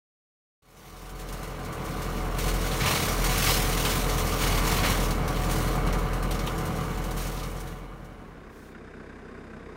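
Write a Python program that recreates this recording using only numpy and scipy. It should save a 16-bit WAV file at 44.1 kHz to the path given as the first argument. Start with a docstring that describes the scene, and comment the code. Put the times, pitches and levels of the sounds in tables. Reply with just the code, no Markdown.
"""A field edge, beside the cab of a tractor trimming a hedge with a flail head. The diesel throbs and
whines and the rotor hums; the flails chop through wood and throw a spray of chips, thick stems snap
and single twigs burst with a crack. This near sound fades in, then out with a thin squeal and a swish
of leaves, giving way to the knocking diesel of a tractor far across the field."""
import sys
import numpy as np
from scipy import signal
from scipy.fft import rfft, irfft, next_fast_len
from scipy.io import wavfile
from scipy.ndimage import uniform_filter1d, map_coordinates

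SR = 44100
rng = np.random.default_rng(int(sys.argv[2]) if len(sys.argv) > 2 else 0)


def dump(signal):
    """Clip the signal to [-1, 1] and save it as 16-bit WAV at the path in sys.argv[1]."""
    limited = np.clip(np.atleast_2d(signal).T, -1, 1)
    pcm = np.round(limited * 32767).astype(np.int16)
    wavfile.write(sys.argv[1], SR, pcm)


N = 430416

# Table levels are relative: layer trims and the near fade ride on top of them.
# open air over the field: (frequency [Hz], level [dB])
AIR_SPECTRUM = [(20, -6), (300, 13), (1500, 8), (3000, -4), (5000, -8.5), (8000, -9), (11000, -13),
                (15000, -34)]
# fade-in of the far tractor and the air: (time [s], level [dB])
FAR_FADE = [(7.4, -85), (7.8, -64), (8.2, -48.5), (8.55, -46), (8.8, -44.5), (9.15, -43.5), (9.76, -43.5)]
# tone of one far exhaust beat: (frequency [Hz], level [dB])
FAR_EXHAUST_SPECTRUM = [(15, -24), (32, -1), (64, 2), (96, 1), (128, -5.5), (165, -5), (260, -23),
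                        (450, -20), (560, -27.5), (1000, -34), (2500, -39), (8000, -75)]
# far engine clatter: (frequency [Hz], level [dB])
FAR_CLATTER_SPECTRUM = [(300, -40), (650, 5.5), (900, -13), (1100, 1), (1600, 0), (2400, -5.5),
                        (3100, -16.5), (5000, -25), (8000, -23), (15000, -60)]
# far rumble and echo: (frequency [Hz], level [dB])
FAR_RUMBLE_SPECTRUM = [(20, -25), (60, -8), (130, -3), (230, 3), (340, 1), (470, 1.5), (570, -12.5),
                       (1000, -12.5), (4000, -53)]
# ring of the far engine block: (frequency [Hz], width [Hz], gain [dB])
BLOCK_RESONANCES = [(1070, 90, 5), (1570, 220, 3.5), (2140, 150, 1), (3660, 240, 7), (4960, 450, 11)]
# hardest knocks of the far diesel: (time [s], level [dB])
HARD_KNOCKS = [(8.747, -37), (8.873, -41), (8.937, -44), (8.999, -43), (9.063, -44), (9.094, -39),
               (9.348, -41), (9.501, -43), (9.531, -42), (9.567, -45), (9.598, -45)]
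# what each knock rings: (frequency [Hz], level [dB], t60 [s])
KNOCK_MODES = [(1080, -10, 0.022), (1290, -14, .012), (1560, -1, 0.028), (1750, -4, .014),
               (2220, -12, .016), (2570, -19, .016)]

# fader ride on the near tractor and its cutting: (time [s], level [dB])
NEAR_FADE = [(0.62, -37), (0.7, -26.5), (0.83, -20), (1.02, -15.5), (1.35, -9.5), (1.9, -4), (2.3, -3),
             (2.85, -.5), (4.3, 0.3), (5.85, 0.2), (6.25, -2), (6.75, -2.5), (7.5, -8), (8.0, -15),
             (8.3, -19.5), (8.7, -31)]
# four-cylinder diesel, sagging in thick growth: (time [s], firing rate [Hz])
FIRING_RATE = [(0.62, 42.8), (1.15, 42.6), (1.6, 42.85), (1.9, 42.1), (2.1, 42.3), (2.35, 41.95),
               (2.6, 43.2), (2.85, 43.0), (3.5, 42.2), (4.2, 42.25), (4.7, 41.9), (4.95, 42.2),
               (5.25, 41.8), (5.8, 42.0), (6.5, 42.95), (6.9, 42.6), (8.0, 42.85)]
# thickness of the growth in the flails: (time [s], load [0-1])
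GROWTH_LOAD = [(2.4, 0), (2.9, 0.85), (5.4, 0.7), (6.0, 0.1)]
# exhaust throb: (time [s], level [dB])
EXHAUST_LEVEL = [(0.8, -37), (1.02, -29), (1.3, -28), (1.75, -37.5), (2.15, -30.5), (2.55, -25),
                 (2.95, -40), (3.25, -28), (3.6, -30.5), (4.2, -30.5), (4.7, -27.5), (5.45, -31),
                 (5.75, -28), (6.3, -27), (6.68, -37.5), (7.1, -27), (8.4, -31.5)]
# diesel tones, in quarter steps for four cylinders: (order [x firing rate], level [dB])
DIESEL_ORDERS = [(1.25, -18), (2, -5), (2.25, -17), (2.75, -18.5), (3, -4.5), (3.25, -10.5), (3.5, -16),
                 (4, -12.5), (4.25, -11), (4.5, -17), (4.75, -20.5), (5, -21), (6.75, -19), (10, -11.5),
                 (10.25, -20.5), (10.5, -15), (11, -12), (12, -14.5), (13, -15.5), (13.5, -28), (14, -18.5),
                 (15, -25), (17.25, -19.5), (17.5, -14.5), (24, -20), (27.75, -21), (28, -21.5),
                 (34.75, -24)]
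# hum of the flail rotor: (order [x rotor speed], level [dB])
ROTOR_ORDERS = [(4, -6), (8, -11.5)]
# roar of the machine: (frequency [Hz], level [dB])
ROAR_SPECTRUM = [(20, -35), (35, 1), (65, 1), (100, -7.5), (160, -1.5), (240, -0.5), (360, -7), (620, -8),
                 (900, -9.5), (1400, -12), (1800, -17), (3200, -26), (5000, -31.5), (15000, -41)]
# pulsing of the roar: (order [x firing rate], depth [dB])
ROAR_PULSES = [(0.25, 0.6), (1, 0.5), (1.5, 0.6), (2, 1.0), (3, 0.9)]
# steel hood over the rotor: (frequency [Hz], width [Hz], gain [dB])
HOOD_RESONANCES = [(463, 24, 1), (1033, 48, 4.5), (1186, 185, 6.5), (1464, 60, 3), (2030, 150, 3.5),
                   (2238, 110, 7), (2930, 290, 6), (4120, 250, 4.5)]
# a loose panel singing in the roar: (frequency [Hz], width [Hz], gain [dB])
PANEL_RESONANCE = [(743.5, 18, 6)]
# ride on the low boom: (time [s], level [dB])
BOOM_LEVEL = [(1.0, -1.5), (3.0, -0.5), (4.8, 0), (5.8, 1.3), (6.8, 1.8), (8.0, 0.3)]

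# thick stems snapping: (time [s], level [dB], lowest mode [Hz])
STEM_SNAPS = [(1.439, -29, 1140), (2.811, -31, 1390), (2.849, -19.5, 1090), (2.872, -23, 1110),
              (2.924, -24, 970), (2.95, -24, 1020), (3.467, -19, 1280), (3.492, -18, 1010),
              (3.847, -22, 1260), (3.866, -28, 1000), (4.785, -22, 1140), (4.838, -23, 1070),
              (4.869, -29, 1250), (4.922, -27, 1500), (5.872, -28.5, 1080), (6.472, -20.5, 980)]
# ring of a stem: (ratio [x lowest mode], level [dB], t60 [s])
STEM_MODES = [(1, 3.5, 0.011), (1.5, -5.5, 0.0063), (2.1, -3, 0.0067), (2.8, 2.5, 0.0036), (3.7, 1, 0.005)]
# the loudest twigs bursting: (time [s], level [dB], woody body gain [dB], body pitch [Hz])
TWIG_BURSTS = [(1.092, -24, -12, 3300), (1.1917, -24, -9, 2930), (1.286, -24.5, -5, 3210),
               (1.324, -22.5, -14, 3720), (1.429, -24.5, -13, 2870), (1.474, -32, -15, 5200),
               (1.646, -31, -7, 4300), (1.725, -29, -9, 8900), (1.85, -29.5, -20, 5000),
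               (2.018, -28, -12, 5000), (2.384, -20, -10, 3040), (2.478, -24, -3, 3000),
               (2.714, -27.5, 3, 3170), (2.738, -33, 4, 2200), (2.9462, -22, 0, 4040),
               (3.24, -18, -7, 2980), (3.3794, -19, -15, 6300), (3.4461, -17, -18, 2790),
               (3.688, -23, -15, 3500), (3.772, -30, 3, 3130), (3.802, -33, 3, 3920),
               (3.8496, -23, 3, 2970), (3.893, -22, -5, 3500), (4.0956, -34, 6, 3090),
               (4.18, -23.5, -6, 3400), (4.423, -25, -11, 3100), (4.5744, -29, 1.5, 2250),
               (4.842, -29, 6, 2200), (5.053, -30, -10, 5500), (5.1053, -28, -2, 3900),
               (5.277, -28, -4.5, 4380), (5.362, -37, 4, 3600), (5.5099, -23.5, -20, 4090),
               (5.5817, -30, -17, 2870), (5.7544, -35, -17, 2500), (5.8641, -31.5, -11, 2940),
               (5.926, -28, -8, 2950), (5.984, -34, -8, 3400), (6.131, -30, -6, 2610),
               (6.225, -29.5, -6, 3630), (6.308, -24, -4.5, 3640), (6.344, -35, 2, 4600),
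               (6.39, -30.5, 1, 4380), (6.464, -26, -12, 3900), (6.578, -29, -9, 5800),
               (6.653, -27, -15, 2680), (6.758, -33, -14, 3400), (6.832, -38, -13, 3800),
               (6.972, -32, -8, 2970), (7.039, -26, -8, 2540), (7.1082, -26, -11, 4170),
               (7.2144, -24, -15, 5950), (7.3721, -34, 5, 4330), (7.3944, -32, 0, 3640),
               (7.4305, -27.5, -0.5, 4360), (7.499, -32, -6, 2300), (7.5637, -30, -11, 6610),
               (7.6011, -24, -20, 2790), (7.672, -26.5, -5, 2780), (8.0441, -30, -11, 2500)]
# a twig's bright splinters: (frequency [Hz], level [dB])
SPLINTER_SPECTRUM = [(300, -22), (1500, 7), (3000, -3.5), (6000, 2), (9000, 1.5), (12000, -2),
                     (15500, -3.5)]
# a twig's woody body: (frequency [Hz], level [dB])
TWIG_BODY_SPECTRUM = [(200, -12), (900, 5), (2200, -7), (6500, -7.5), (14000, -20)]
# steady spray of leaves and chips: (time [s], level [dB])
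SPRAY_LEVEL = [(0.8, -37.5), (1.1, -40), (1.7, -49), (2.03, -43.5), (2.34, -48.5), (2.4, -40.5),
               (2.75, -39), (3.1, -38.5), (3.65, -34.5), (4.1, -38.5), (5.03, -39), (5.2, -51.5),
               (5.55, -40), (5.74, -45.5), (5.83, -52.5), (6.45, -49), (6.95, -46.5), (7.3, -46),
               (7.74, -45), (7.88, -56)]
# branches drawn into the flails: (time [s], length [s], chop level [dB], spray level [dB])
BRANCH_FEEDS = [(2.392, 0.11, -40, -41), (2.794, 0.14, -28, -37.5), (2.864, 0.08, -38, -37),
                (3.012, 0.077, -34, -36.5), (3.246, 0.18, -33, -36.5), (3.413, 0.14, -32, -30.5),
                (3.763, 0.2, -41, -38), (4.41, 0.27, -33.5, -40), (4.661, 0.25, -32, -35.5),
                (4.813, 0.048, -33, -48), (5.5, 0.023, -51, -56), (5.61, 0.027, -46, -48),
                (5.86, 0.027, -39, -56), (7.159, 0.086, -40, -35), (7.305, 0.13, -47, -42)]
# flails in wood: (frequency [Hz], level [dB])
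CHOP_SPECTRUM = [(40, -4), (90, 22.5), (200, 9.5), (400, 4.5), (800, 7), (1500, -1), (2100, 4.5),
                 (3300, -1.5), (5000, -1.5), (8000, -11), (15000, -23)]
# flying chips: (frequency [Hz], level [dB])
CHIP_SPECTRUM = [(300, -21), (1500, -1.5), (3000, 0.5), (6000, 1), (9000, -1), (12000, -3.5), (15500, -3)]
# treble notches of the microphone port: (frequency [Hz], width [Hz], gain [dB])
PORT_NOTCHES = [(4950, 280, -4.5), (7690, 680, -4), (10500, 400, -5)]

FAR_CRANK_HZ, FAR_BEAT_S = 31.88, 9.004  # far crank speed, and the time of one exhaust beat
ROTOR_LAG_HZ, TROUGH_S = 2.2, 2.99  # the rotor runs this far under the firing rate; a trough of the beat
TOP_HZ = 15790


def amp(db):
    """Decibels to gain."""
    return 10 ** (np.asarray(db) / 20)


def unit(x):
    """Scale to rms 1."""
    return x / np.sqrt(np.mean(x ** 2) + 1e-20)


def clock():
    """Time of each sample."""
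    return np.arange(N) / SR


def curve(points):
    """An automation lane: (time, value) points drawn out to every sample."""
    return np.interp(clock(), *np.transpose(points))


def along(points, hz):
    """Read an EQ curve in dB on a log frequency axis."""
    frequencies, levels = np.transpose(points)
    return np.interp(np.log(hz + 1), np.log(frequencies + 1), levels)


def bumps(modes, hz):
    """Gain in dB of a set of resonances or notches."""
    return sum(db / (1 + (2 * (hz - centre) / width) ** 2) for centre, width, db in modes)


def wobble(rate):
    """A smooth random curve, rate knots a second."""
    return map_coordinates(rng.standard_normal(int(N * rate / SR) + 4), [clock() * rate], order=2)


def filtered(x, response):
    """Zero-phase EQ: response gives the gain at each frequency."""
    size = next_fast_len(N + SR // 4)
    return irfft(rfft(x, size) * response(np.fft.rfftfreq(size, 1 / SR)), size)[:N]


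def coloured(x, spectrum, modes=()):
    """x through a spectrum and its resonances, at rms 1."""
    return unit(filtered(x, lambda hz: amp(along(spectrum, hz) + bumps(modes, hz))))


def impulse_response(spectrum, size=4096):
    """Minimum-phase pulse with a given spectrum."""
    cepstrum = irfft(np.log(amp(along(spectrum, np.fft.rfftfreq(size, 1 / SR)))))
    cepstrum[1:size // 2] *= 2
    cepstrum[size // 2 + 1:] = 0
    return irfft(np.exp(rfft(cepstrum)))


def ticks(rate, scatter_db):
    """Random impacts of uneven size, rate a second."""
    return (rng.random(N) < rate / SR) * amp(scatter_db * np.clip(rng.standard_normal(N), -2, 2))


def crackle(rate, hiss):
    """Dense tiny fractures over a fine hiss."""
    clicks = unit(ticks(rate, scatter_db=4) * rng.choice([-1, 1], N))
    return unit(clicks + hiss * rng.standard_normal(N))


def bursts(blows, t60):
    """Envelope of rms 1: every blow starts a burst that dies away."""
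    t = np.arange(SR // 4) / SR
    power = signal.fftconvolve(blows ** 2, amp(-60 * t / t60) ** 2)[:N]
    return unit(np.sqrt(np.abs(power)))


def struck(modes, scale, t, t60):
    """A quick, dying run of small blows rings a set of modes, balanced a little differently each time."""
    blows = rng.standard_normal(len(t)) * (rng.random(len(t)) < 3000 / SR)
    ring = sum(amp(db + 2 * rng.standard_normal() - 60 * t / mode_t60)
               * np.sin(2 * np.pi * (scale * mode * t + rng.random())) for mode, db, mode_t60 in modes)
    attack = 1 - np.exp(-t / .002)
    return attack * amp(-60 * t / t60) * unit(signal.fftconvolve(blows, ring)[:len(t)])


def open_air():
    """A faint bed of hiss, tinted by the far engine's block and rising with it."""
    return amp(curve(FAR_FADE) - 15.5) * coloured(rng.standard_normal(N), AIR_SPECTRUM, BLOCK_RESONANCES)


def far_tractor():
    """One exhaust beat stands out in each crank turn, led by a clatter that rings the block."""
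    turns = np.floor((clock() - FAR_BEAT_S) * FAR_CRANK_HZ)
    beats = np.diff(turns, prepend=turns[0]) * amp(0.71 * rng.standard_normal(N))
    t = np.arange(SR // 16) / SR
    scatter = rng.standard_normal(len(t)) * amp(-60 * t / 0.14)  # off the body, ground and hedge
    direct = unit(signal.fftconvolve(-beats, impulse_response(FAR_EXHAUST_SPECTRUM))[:N])
    echo = coloured(signal.fftconvolve(beats, scatter)[:N], FAR_RUMBLE_SPECTRUM)
    knocks = np.roll(beats, -SR // 180) * amp(0.6 * rng.standard_normal(N))
    knocking = .24 + uniform_filter1d(bursts(knocks, t60=.15), SR // 140)
    clatter = coloured(knocking * rng.standard_normal(N), FAR_CLATTER_SPECTRUM, BLOCK_RESONANCES)
    rumble = coloured(np.sqrt(knocking + 1e-6) * rng.standard_normal(N), FAR_RUMBLE_SPECTRUM)
    mix = amp(-5) * direct + amp(-6) * echo + amp(-8.5) * clatter + amp(-4) * rumble
    return amp(curve(FAR_FADE)) * mix


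def far_knocks(smear_t60=0.063, cutoff_hz=4500):
    """Diesel knocks just ahead of each exhaust beat, smeared by ground and hedge, dulled by distance."""
    t = np.arange(SR // 16) / SR
    times = FAR_BEAT_S + np.arange(-40, 24) / FAR_CRANK_HZ - .005
    fade_db = np.interp(times, *np.transpose(FAR_FADE)) - FAR_FADE[-1][1]
    ordinary = zip(times, -55 + fade_db - rng.standard_normal(len(times)))
    out = np.zeros(N + len(t))
    for s, db in [*ordinary, *HARD_KNOCKS]:
        out[round(s * SR):][:len(t)] += amp(db - 3) * struck(KNOCK_MODES, 1, t, smear_t60)
    return filtered(out[:N], lambda hz: 1 / (1 + (hz / cutoff_hz) ** 4))


def rustle(centre_s=8.615, half_length_s=0.095):
    """A brief soft swish of leaves."""
    swell = np.exp(-((clock() - centre_s) / half_length_s) ** 4 / 2)
    return amp(-61) * swell * coloured(rng.standard_normal(N), CHIP_SPECTRUM)


def squeal(hz=10150):
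    """A thin, faint squeal as the near machine fades."""
    swell = curve([(8.09, 0), (8.14, 1), (8.22, .8), (8.26, .25), (8.45, 0)])
    return amp(-75) * swell * np.sin(2 * np.pi * hz * clock() + 1.6 * wobble(160))


def cab_echoes(x, wet_db, count=40):
    """Boom arm, cab and bonnet throw back weak copies within 20 ms, which comb the treble."""
    lags = rng.integers(SR // 400, SR // 50, count)
    copies = sum(np.pad(x, (lag, 0))[:N] for lag in lags) / np.sqrt(count)
    treble = filtered(copies, lambda hz: hz ** 2 / (hz ** 2 + 1500 ** 2))
    return x + amp(wet_db) * treble


def debris_drift(x, depth_db):
    """Debris strikes ever different spots, so the mids and highs drift in colour."""
    hz, _, frames = signal.stft(x, SR, nperseg=512)
    patches = uniform_filter1d(rng.standard_normal(frames.shape), size=4, axis=0)
    patches = unit(uniform_filter1d(patches, size=9, axis=1))
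    depth = depth_db * np.interp(hz, [600, 1400, 5000, 9000], [0, 1, 1, .5])
    return unit(signal.istft(frames * amp(depth[:, None] * patches), SR, nperseg=512)[1][:N])


def exhaust(firings, rotor_turns, shake_share=0.28):
    """The exhaust throbs once a firing; in thick growth it beats against the shake of the rotor."""
    shake = shake_share * curve(GROWTH_LOAD) * np.sin(2 * np.pi * rotor_turns)
    return amp(curve(EXHAUST_LEVEL)) * np.sqrt(2) * (np.sin(2 * np.pi * firings) - shake)


def shaft_tones(turns, orders, waver_db, slip):
    """Partials locked to a turning shaft; each wavers in level, and the high ones most in phase."""
    out = np.zeros(N)
    for order, db in orders:
        gain = amp(db + waver_db * wobble(9)) * np.sqrt(2)
        phase = 2 * np.pi * (order * turns + rng.random())
        out += gain * np.sin(phase + slip * np.sqrt(order) * wobble(14))
    return out


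def machine(firings, rotor_turns, crossover_hz=240):
    """Diesel whine, rotor hum, and the pulsing roar of both in the hood."""
    diesel = shaft_tones(firings, DIESEL_ORDERS, waver_db=1.5, slip=.12)
    hum = shaft_tones(rotor_turns, ROTOR_ORDERS, waver_db=1.1, slip=.08)
    damping = amp(-1.5 * curve(GROWTH_LOAD))  # thick growth damps the hum
    throb = amp(sum(db * np.sin(2 * np.pi * order * firings) for order, db in ROAR_PULSES))
    roar = coloured(throb * rng.standard_normal(N), ROAR_SPECTRUM, [*HOOD_RESONANCES, *PANEL_RESONANCE])
    running = diesel + damping * hum + amp(0.65) * debris_drift(roar, depth_db=1.1)
    lows = filtered(running, lambda hz: 1 / (1 + (hz / crossover_hz) ** 8))
    pumping = amp(np.sin(2 * np.pi * firings))  # each firing pumps the low end by 1 dB
    boom = amp(curve(BOOM_LEVEL)) * unit(pumping * lows)
    return amp(-32) * (boom + unit(running - lows))


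def stems(tear_t60=0.087):
    """Thick stems snap: fibres give way one after another and ring the wood, short and dry."""
    t = np.arange(SR // 8) / SR
    out = np.zeros(N)
    for s, db, hz in STEM_SNAPS:
        out[round(s * SR):][:len(t)] += amp(db - 3.5) * struck(STEM_MODES, hz, t, tear_t60)
    return out


def twigs(t60=0.13, crack_t60=0.01, crack_db=-4, body_q=2.1):
    """Each twig gives way with a sharp crack: bright splinters over a broad resonance of its own."""
    t = np.arange(SR // 3) / SR
    attack = 1 - np.exp(-t / .0025)
    envelope = attack * (amp(-60 * t / t60) + amp(crack_db - 60 * t / crack_t60))
    splinters = coloured(crackle(3000, hiss=0.97), SPLINTER_SPECTRUM)
    fibres = coloured(crackle(2000, hiss=2.2), TWIG_BODY_SPECTRUM)
    out = np.zeros(N)
    for s, db, body_db, hz in TWIG_BURSTS:
        span = slice(round(s * SR), round(s * SR) + len(t))
        body = unit(signal.lfilter(*signal.iirpeak(hz, body_q, SR), fibres[span]))
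        out[span] += amp(db) * envelope * (amp(-6) * splinters[span] + amp(body_db - 4.5) * body)
    return out


def fractures(rate, hz, cycles, spread, scatter_db=3):
    """Tiny breaks, rate a second: each rings at its own pitch around hz, falling 30 dB over `cycles`."""
    starts = np.flatnonzero(rng.random(N) < rate / SR)
    pitch, size = np.clip(rng.standard_normal((2, N))[:, starts, None], -2, 2)
    age = np.arange(SR // 120)
    turns = np.minimum(hz * np.exp(spread * pitch), TOP_HZ) * age / SR
    sign = rng.choice([-1, 1], N)[starts, None]
    rings = sign * amp(scatter_db * size - 30 * turns / cycles) * np.sin(2 * np.pi * turns)
    return unit(np.bincount((starts[:, None] + age).ravel(), rings.ravel(), N)[:N])


def hedge_feed(attack_s=0.015, release_t60=0.59):
    """Chop and spray gains: steady growth, plus each branch as it is drawn in, held and cleared."""
    t = clock()
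    spray_power = amp(curve(SPRAY_LEVEL)) ** 2
    chop_power = spray_power * amp(-1.5) ** 2  # thin wood chopped along with the leaves
    for s, length, chop_db, spray_db in BRANCH_FEEDS:
        attack = np.clip((t - s) / attack_s, 0, 1)
        release = amp(-60 * np.clip(t - s - length, 0, 1) / release_t60)
        chop_power += (amp(chop_db) * attack * release) ** 2
        spray_power += (amp(spray_db) * attack * release) ** 2
    return np.sqrt(chop_power), np.sqrt(spray_power)


def flails(rotor_turns, bite_depth=.75):
    """Flails bite in clusters once a turn: wood crunches, splinters tick, chips hit hood and leaves."""
    chop_gain, spray_gain = hedge_feed()
    swing = 1.5 * wobble(14)  # hinged flails bite early or late
    bite = 1 + bite_depth * np.cos(2 * np.pi * rotor_turns + swing)
    blows = ticks(520 * bite, scatter_db=3)
    chop = coloured(bursts(blows, t60=0.1) * crackle(3500, hiss=1.3), CHOP_SPECTRUM, HOOD_RESONANCES)
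    chop = debris_drift(chop, depth_db=1.8)
    spray = coloured(bursts(blows, t60=0.16) * crackle(3000, hiss=1.4), CHIP_SPECTRUM)
    spray = debris_drift(spray, depth_db=2)
    crunch = amp(-7.5) * fractures(1300 * bite, hz=2285, cycles=7.9, spread=.45)
    splinters = amp(-13) * fractures(800 * bite, hz=7900, cycles=3.8, spread=.4)
    return chop_gain * (chop + crunch) + spray_gain * (amp(2.5) * spray + splinters)


def scene():
    """The near machine fades in, then crossfades to the far one; both channels carry the same mix."""
    firings = np.cumsum(curve(FIRING_RATE)) / SR
    rotor_turns = firings - ROTOR_LAG_HZ * (clock() - TROUGH_S)
    tractor = machine(firings, rotor_turns) + exhaust(firings, rotor_turns)
    cutting = flails(rotor_turns) + twigs() + stems()
    gate = curve([(.62, 0), (.625, 1), (8.5, 1), (8.7, 0)])
    near = gate * amp(curve(NEAR_FADE)) * cab_echoes(tractor + cutting, wet_db=-12) + squeal()
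    field = far_tractor() + far_knocks() + open_air() + rustle()
    mono = near + field * (clock() > 7.4)
    return np.array([mono, mono])


def record(dry):
    """The microphone port notches the treble, and a steep high cut closes off the top."""
    def response(hz):
        high_cut = (1 - np.tanh((hz - TOP_HZ) / 70)) / 2
        return amp(bumps(PORT_NOTCHES, hz)) * high_cut
    return np.array([filtered(channel, response) for channel in dry])


dry = scene()
out = record(dry)
dump(out)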